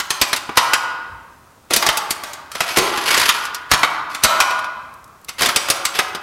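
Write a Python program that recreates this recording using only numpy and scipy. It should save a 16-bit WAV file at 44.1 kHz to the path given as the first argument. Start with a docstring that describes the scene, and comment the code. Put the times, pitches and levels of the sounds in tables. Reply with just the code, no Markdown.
"""Lock pins snap and rails knock together as an aluminium folding ladder is unlatched in a bare studio.
Each blow sets the hollow tubes ringing, shakes loose fittings and echoes round the room. After a soft
step the ladder swings upright: rails scrape, feet drag and the hardest blows carry a deep thump. A pin
ticks as it feels for its hole, and the ladder locks again. Ventilation rumbles faintly throughout.
An automatic gain control ducks under the hardest slams and lets the room swell back."""
import sys
import numpy as np
from scipy import signal
from scipy.fft import rfft, irfft
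from scipy.io import wavfile
from scipy.ndimage import uniform_filter1d

SR = 44100
rng = np.random.default_rng(int(sys.argv[2]) if len(sys.argv) > 2 else 0)


def pcm_store(signal):
    """Save signal as 16-bit PCM."""
    levels = np.round(np.clip(np.atleast_2d(signal), -1, 1) * 32767)
    wavfile.write(sys.argv[1], SR, levels.astype(np.int16).T)


N = 274302

# Blows of locks and rails. Shudder is how much a blow shakes the whole frame.
# Columns: start_s, level_db, brightness_db_per_octave, extra_thud_db, shudder_db
BLOWS = [(0.0, -13, 0.5, -3.5, 2), (0.104, -8.5, 2, -3.5, 1), (0.214, 0, 2.2, 0.5, -3.5),
         (0.3297, -5.5, 0, -7.5, -17), (0.362, -14, 2, -11.5, 0), (0.491, -24, -6, 7.5, -2.5),
         (0.572, 4, 0, -2.5, -2.5), (0.7339, -1.5, 0, -8, -4.5), (1.707, -12.5, -1, 7.5, 4),
         (1.735, -3.5, 5.5, 9, -1.5), (1.762, -4, 6, 12, -1.5), (1.8242, -8, -0.5, -1, 4),
         (1.8641, -4.5, 1.5, 5.5, -2), (1.888, -4, 0, -4, -6), (1.9714, -13, 6, 1, -1.5),
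         (2.1061, -10.5, 5.5, 8, -4.5), (2.2351, -19, 1, -2, 8), (2.3325, -25, 4.5, -13, -3),
         (2.516, -24.5, 1.5, -10, 8), (2.5516, -18, -0.5, 1.5, 1), (2.605, -6.5, -0.4, 0, -3),
         (2.771, -2.5, 1.4, 9, -4), (2.784, -5, 2, 5.5, 4.5), (2.9742, -15, -1, 1, 4.5),
         (3.1071, -8, 0.5, -24, 1.5), (3.1436, -4, -0.8, -19, -0.5), (3.1754, -6.5, 2, 7, -13),
         (3.197, -8, 1, -4.5, -21), (3.214, -7, -0.5, -18.5, -15), (3.29, 1, 0.5, -32.5, -7.5),
         (3.4514, -23, 5, -8, -10), (3.5453, -17.5, 3, -18, -14), (3.7147, 2, .6, -3, -12),
         (3.7353, -1.5, 0, -6, 0.5), (3.8318, -2.5, -4, -10.5, -5), (4.147, -17, 1, -3.5, 1),
         (4.236, -1, 4.5, 4, -11), (4.246, -0.5, 0.5, -6.5, 4.5), (4.402, 0, .5, -7, -2),
         (4.506, -18.5, -1.4, -2, -5), (4.589, -25.5, 0.5, -2, -17), (4.642, -23.5, -2.5, -11, -7.5),
         (5.284, -26, 1, -4, 3.5), (5.2895, -19.5, 2.5, -3, -9), (5.3896, -22, 0, -8, 8),
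         (5.408, -10.5, -0.5, -0.5, 4), (5.419, -6.5, 2.5, 7, -2), (5.431, -8, 0, 3, -1.5),
         (5.459, -6.5, 1.5, 2, -12), (5.4874, -10.5, 0.5, 1, -10), (5.5604, -3, 3.5, 4, -1),
         (5.685, -15, 0, 5.5, 6), (5.7006, -2.5, 3.5, 4.5, -4), (5.852, -6.5, 2.8, -19, -3),
         (5.9889, -3, -1, -5, -3.5), (6.1487, -19, 1.5, 11, -10)]
# The four ranges of a blow's sound (thud, body, clang, top), each given by its centre: pitch_hz
REGISTERS_HZ = [380, 1050, 3300, 9500]
CUTOFF_HZ = 16000


def from_db(db):
    """Turn decibels into a number to multiply a sound by."""
    return 10 ** (np.asarray(db) / 20)


def at_hz(points, hz):
    """Read between the rows of a (pitch_hz, value) table, giving every octave equal room."""
    known_hz, values = np.transpose(points)
    return np.interp(np.log(np.maximum(hz, 1)), np.log(known_hz), values)


def dying(t, ring_s):
    """A fade that falls by 60 dB in ring_s seconds."""
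    return np.exp(-np.log(1000) * t / ring_s)


def fading(start_s, attack_s, fade_s):
    """A force that sets in at start_s and dies away."""
    t = np.maximum(np.arange(N) / SR - start_s, 0)
    return np.minimum(t / attack_s, 1) * dying(np.minimum(t, 3 * fade_s), fade_s)


def add(out, start_s, sound):
    """Mix a sound in from start_s on."""
    start = int(np.clip(start_s * SR, 0, N - 1))
    out[start:start + len(sound)] += sound[:N - start]


def keep_band(sound, low_hz, high_hz):
    """Let through mainly the pitches between two limits."""
    return signal.sosfilt(signal.butter(2, [low_hz, high_hz], "band", fs=SR, output="sos"), sound)


def chime(table):
    """The ring after one tap: a fading tone for each (pitch_hz, level_db, ring_s) row."""
    t = np.arange(SR) / SR
    song = sum(from_db(db) * np.sin(2 * np.pi * (hz * t + rng.random()))
               * dying(t, ring_s) / np.sqrt(ring_s) for hz, db, ring_s in table)
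    return song / np.sqrt(np.sum(song ** 2))


def frame_modes(count=900, typical_ring_s=0.13, knee_hz=700, fleeting_hz=10500):
    """The frame's modes, the tones it rings with: crowded in the bass, brief in the high treble."""
    # Tone colour of struck aluminium. Columns: pitch_hz, level_db
    metal = [(30, -23), (110, -16.5), (240, -10), (370, -6.5), (450, -6), (650, -3.5), (800, -4.5),
             (1050, -0.5), (1600, -2.5), (2100, -2), (3200, -5.5), (4800, -6.5), (6000, -10),
             (11400, -16.5), (13700, -19), (16000, -28)]
    spread = (np.arange(count) + rng.random(count)) / count
    hz = (30 + knee_hz) * (CUTOFF_HZ / knee_hz) ** spread - knee_hz
    haste = 1 + (hz / fleeting_hz) ** 2
    strength = from_db(at_hz(metal, hz)) * np.sqrt(hz + knee_hz) * haste ** (1 / 3)
    t = np.arange(SR // 7, dtype=np.float32) / SR
    ring_s = typical_ring_s / haste[:, None] * 2 ** rng.uniform(-0.37, 0.52, (count, 1))
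    phase = rng.uniform(0, 2 * np.pi, (count, 1))
    waves = np.sin(2 * np.pi * hz[:, None] * t + phase) * dying(t, ring_s)
    return hz, strength * np.sqrt(2 / np.sum(strength ** 2)), waves.astype(np.float32)


def registers(level_db, brightness, thud_db):
    """Thud, body, clang and top in dB: a sharp contact lifts the treble, weight behind it adds thud."""
    body, clang, top = level_db + brightness * np.log2(np.array(REGISTERS_HZ[1:]) / REGISTERS_HZ[2])
    return [body + thud_db, body, clang, top]


def strike(modes, register_db, damping_db_per_s, rise_s=0.00096, crack_s=0.0014, groups=70):
    """One hit: the spot struck favours some groups of tones, the contact cracks, the ring is damped."""
    hz, strength, waves = modes
    t = np.arange(waves.shape[1]) / SR
    group_db = 3.0 * rng.standard_normal(groups)
    spot_db = np.interp(np.linspace(0, groups - 1, len(hz)), np.arange(groups), group_db)
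    colour_db = np.interp(np.log(hz), np.log(REGISTERS_HZ), register_db) + spot_db
    share = strength * rng.choice([-1, 1], len(hz)) * from_db(colour_db)
    crack = 1 + 0.29 * np.exp(-t / crack_s)
    shape = from_db(-damping_db_per_s * t) * (1 - np.exp(-t / rise_s)) * crack
    return (share.astype(np.float32) @ waves) * shape


def blows(modes, gain_db=-1.5, graze_db=-25, typical_graze_s=0.0049):
    """Locks snap and rails slam: gives the sound at the contact and the part that shakes the frame."""
    contact, shudder = np.zeros((2, N))
    for start_s, db, brightness, thud_db, shudder_db in BLOWS:
        # A hard blow rings longer; after a light one the parts stay pressed together and damp it.
        damping_db_per_s = max(157 - 6.9 * db, 0)
        blow = from_db(gain_db) * strike(modes, registers(db, brightness, thud_db), damping_db_per_s)
        early_s = typical_graze_s * rng.uniform(0.45, 1.5)   # parts graze just before they seat
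        add(contact, start_s - early_s, from_db(graze_db) * blow)
        add(contact, start_s, blow)
        add(shudder, start_s, blow * from_db(shudder_db))
    return contact, shudder


def tubes(knocks, gain_db=-27, square_hit_db=-2.5, clang_limit_db=-20):
    """The hollow rails sing on after each knock; a hard, square hit makes them clang."""
    # Tones of the hollow rails, many in close pairs. Columns: pitch_hz, level_db, ring_s
    tube_tones = [(907, 0.5, .6), (944, -10.5, 0.3), (945, 2, .3), (978, 6, .3), (993, 11.5, 0.34),
                  (1025, -0.5, .25), (1096, 4, 0.028), (1152, -18.5, 0.28), (1243, -9.5, 0.27),
                  (1325, -17, 0.26), (1314, 3.5, 0.33), (1450, 12, 0.55), (1460, -4.5, .4),
                  (1607, -18, 0.81), (2080, -10, 0.39)]
    song = from_db(gain_db) * signal.oaconvolve(knocks, chime(tube_tones))[:N]
    for start_s, db, brightness, thud_db, shudder_db in BLOWS:
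        if db > square_hit_db:
            shake_db = registers(db, brightness, thud_db)[1] + shudder_db
            clang_db = min(-21.5 + 1.9 * shake_db, clang_limit_db)   # grows faster than the shaking
            clang = chime(tube_tones)
            add(song, start_s, from_db(clang_db) * clang / np.std(clang[:SR // 20]))
    return song


def pins(contact, scrape, ping_db=-19, jingle_db=-12, buzz_db=-9, buzz_above_hz=10000):
    """Pins and hinge plates ping at each blow and jingle as the ladder moves; the smallest buzz most."""
    # Tones of the hinge plates and lock pins. Columns: pitch_hz, level_db, ring_s
    pin_tones = [(2256, -3, .25), (2503, -2, .3), (2821, 0, .35), (4688, -2, .15), (4897, -2, .15),
                 (5378, -3, .15), (6352, -2, .15), (8720, 0, .1), (10314, 2, .12), (11057, 5, .15),
                 (11359, 5, .15), (11800, 2, .12), (12538, 1, .12)]
    smallest = [tone for tone in pin_tones if tone[0] > buzz_above_hz]
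    buzz = signal.oaconvolve(from_db(buzz_db) * scrape, chime(smallest))[:N]
    shaking = from_db(ping_db) * contact + from_db(jingle_db) * scrape
    return buzz + signal.oaconvolve(shaking, chime(pin_tones))[:N]


def small_knocks(modes, force, per_s, uneven_db, register_db, damping_db_per_s, spots=8):
    """Tiny knocks come at random at several spots on the frame, as strong as the force behind them."""
    out = np.zeros(N)
    for _ in range(spots):
        moments = rng.random(N) < per_s / spots / SR
        slips = moments * from_db(uneven_db * rng.standard_normal(N).clip(-2, 2))
        knock = strike(modes, register_db, damping_db_per_s)
        scale = np.sqrt(spots * np.mean(slips ** 2) * np.sum(knock ** 2))
        out += signal.oaconvolve(slips * force, knock)[:N] / scale
    return out


def rattling(modes, gain_db=-29.5, settle_s=0.4):
    """Each blow shakes the loose fittings, which buzz brightly and settle."""
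    settle = dying(np.arange(SR) / SR, settle_s)
    power = np.zeros(N)
    for start_s, db, *_ in BLOWS:
        add(power, start_s, (from_db(db + gain_db) * settle) ** 2)
    return small_knocks(modes, np.sqrt(power), per_s=160, uneven_db=7.5,
                        register_db=[-9, -5, 0, 2], damping_db_per_s=801, spots=4)


def sliding(modes, rise_share=0.21, coast_power=0.93, run_in_db=-31.5, run_in_s=0.026):
    """Rails catch and slip on the way into each blow, and as each stroke speeds up and coasts to rest."""
    # Strokes in which the loose rails slide. Columns: start_s, length_s, level_db
    strokes = [(1.695, .1, -25), (2.528, 0.78, -25.5), (3.01, 0.49, -18.5), (4.084, 0.096, -35),
               (5.373, 0.18, -21), (5.605, 0.24, -37), (5.928, 0.11, -26)]
    force = np.zeros(N)
    for start_s, length_s, db in strokes:
        done = np.linspace(0, 1, int(length_s * SR))
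        coasting = ((1 - done) / (1 - rise_share)) ** coast_power
        add(force, start_s, from_db(db) * np.minimum(done / rise_share, coasting))
    run_in = np.linspace(0, 1, int(run_in_s * SR))
    for start_s, db, *_ in BLOWS:
        add(force, start_s - run_in_s, from_db(db + run_in_db) * run_in)
    return small_knocks(modes, force, per_s=420, uneven_db=5.5,
                        register_db=[-5, -6.5, -2.5, -6], damping_db_per_s=800)


def thumps(band_hz=(38, 330), rumble_s=0.067, push_gain=0.8, push_s=0.0012, faint_db=-34):
    """One low push and a short, dull rumble: faint under every blow, stronger under the hardest."""
    # Deep, dull thumps under the hardest blows. Columns: start_s, level_db
    low_thumps = [(0.215, -30), (0.573, -29.5), (1.886, -32), (3.717, -20.5), (3.736, -26), (4.245, -20.5)]
    faint_thumps = [(start_s, db + faint_db) for start_s, db, *_ in BLOWS]
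    t, out = np.arange(SR // 5) / SR, np.zeros(N)
    push = keep_band(t * np.exp(-t / push_s), *band_hz)
    for start_s, db in low_thumps + faint_thumps:
        rumble = keep_band(rng.standard_normal(len(t)) * dying(t, rumble_s), *band_hz)
        thump = rumble / np.std(rumble[:SR // 50]) + push_gain * push / np.std(push[:SR // 50])
        add(out, start_s, from_db(db) * thump / np.hypot(1, push_gain))
    return out


def studio_echo(sound, build_s=0.0095, bands=26, shortest_ring_s=0.5):
    """Echoes off the bare walls build up quickly and die away, slowest at the middle pitches."""
    # How long the room rings, before shortest_ring_s is applied. Columns: pitch_hz, ring_s
    ring_times = [(100, 0.3), (260, 1.8), (700, 1.2), (1100, 1.41), (1840, 1.18), (4850, 0.78),
                  (12800, 0.1)]
    # How strong the echo is. Columns: pitch_hz, level_db
    echo_levels = [(60, -22.5), (250, -7.5), (500, -7), (780, -0.5), (950, -.5), (1350, 0), (1800, -6.5),
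                   (4500, -9), (8000, -10), (11200, -13.5), (14000, -13)]
    t = np.arange(2 * SR) / SR
    edges = np.geomspace(40, 17000, bands + 1)
    noise, tail = rng.standard_normal((2, len(t))), 0
    for k, (low, high) in enumerate(zip(edges, edges[1:])):
        hz = np.sqrt(low * high)
        band = keep_band(noise[k % 2], low, high)
        ring_s = max(at_hz(ring_times, hz), shortest_ring_s)
        shape = dying(t, ring_s) * (1 - np.exp(-t / build_s)) ** 2
        tail = tail + band * shape * from_db(at_hz(echo_levels, hz)) / np.sqrt(np.sum(shape ** 2))
    return signal.fftconvolve(sound, tail)[:N]


def ventilation(level_db=-50.5):
    """The ventilation rumbles steadily, with a faint hiss."""
    # Tone colour of the rumble and hiss. Columns: pitch_hz, level_db
    colour = [(30, -12.5), (70, 1.5), (150, -2.5), (400, -8.5), (1000, -8.5), (3000, -21), (7000, -22),
              (12500, -26), (16000, -27.5)]
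    spectrum = rfft(rng.standard_normal(N))
    hz = np.arange(len(spectrum)) * SR / N
    noise = irfft(spectrum * from_db(at_hz(colour, hz)), N)
    return from_db(level_db) * noise / np.std(noise)


def footstep(level_db=-41):
    """A soft step makes the floor boom faintly."""
    boom = keep_band(rng.standard_normal(N), low_hz=55, high_hz=100)
    return from_db(level_db) * fading(start_s=1.08, attack_s=0.031, fade_s=0.62) * boom / np.std(boom)


def dragging(slips_per_s=300, level_db=-17.5):
    """As the ladder tips upright its feet stick and slip on the floor, and the legs groan."""
    # Tones of the shaken legs. Columns: pitch_hz, level_db, ring_s
    leg_tones = [(376, 1, 0.091), (444, -4, 0.046), (560, -5, 0.032)]
    slips = (rng.random(N) < slips_per_s / SR) * np.sqrt(SR / slips_per_s)
    force = from_db(level_db) * fading(start_s=2.772, attack_s=0.011, fade_s=0.47)
    return signal.oaconvolve(slips * force, chime(leg_tones))[:N]


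def ticks(modes, gain_db=-12):
    """Tiny, bright, dry clicks of a pin feeling for its hole."""
    # Touches of the lock pin under the fingers. Columns: start_s, level_db
    touches = [(4.939, -32), (5.0419, -31.5), (5.0779, -39.5), (5.214, -38), (5.246, -24.5)]
    out = np.zeros(N)
    for start_s, db in touches:
        register_db = registers(db + gain_db, brightness=9, thud_db=10)
        add(out, start_s, strike(modes, register_db, damping_db_per_s=2200))
    return out


def scene():
    """The ladder in its room, on one microphone; the shaking frame is what fills the room."""
    modes = frame_modes()
    contact, shudder = blows(modes)
    scrape = sliding(modes) + rattling(modes)
    handling = scrape + thumps() + dragging()
    song = tubes(shudder + handling)
    direct = contact + handling + song + pins(contact, scrape) + ticks(modes) + footstep()
    return (direct + studio_echo(shudder + handling + song) + ventilation())[None]


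def gain_control(sound, threshold_db=-14, slope=0.29, release_db_per_s=40, attack_s=0.0013):
    """Turns the volume down within milliseconds on loud sound, then lets it creep back up."""
    power = uniform_filter1d(sound ** 2, size=110)
    level_db = 10 * np.log10(np.maximum(power, 1e-12))
    cut_db = slope * np.maximum(level_db - threshold_db, 0)
    creep_db = release_db_per_s * np.arange(N) / SR
    held_db = np.maximum.accumulate(cut_db + creep_db) - creep_db
    smoothing = np.exp(-1 / (attack_s * SR))
    return sound * from_db(-signal.lfilter([1 - smoothing], [1, -smoothing], held_db))


def record(dry):
    """Gain control acts, overload rounds off the peaks that slip past, and the highest treble is cut."""
    levelled = gain_control(dry[0])
    rounded = levelled / (1 + (levelled / .9) ** 4) ** (1 / 4)
    return signal.fftconvolve(rounded, signal.firwin(301, CUTOFF_HZ, fs=SR), "same")[None]


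dry = scene()
out = record(dry)
pcm_store(out)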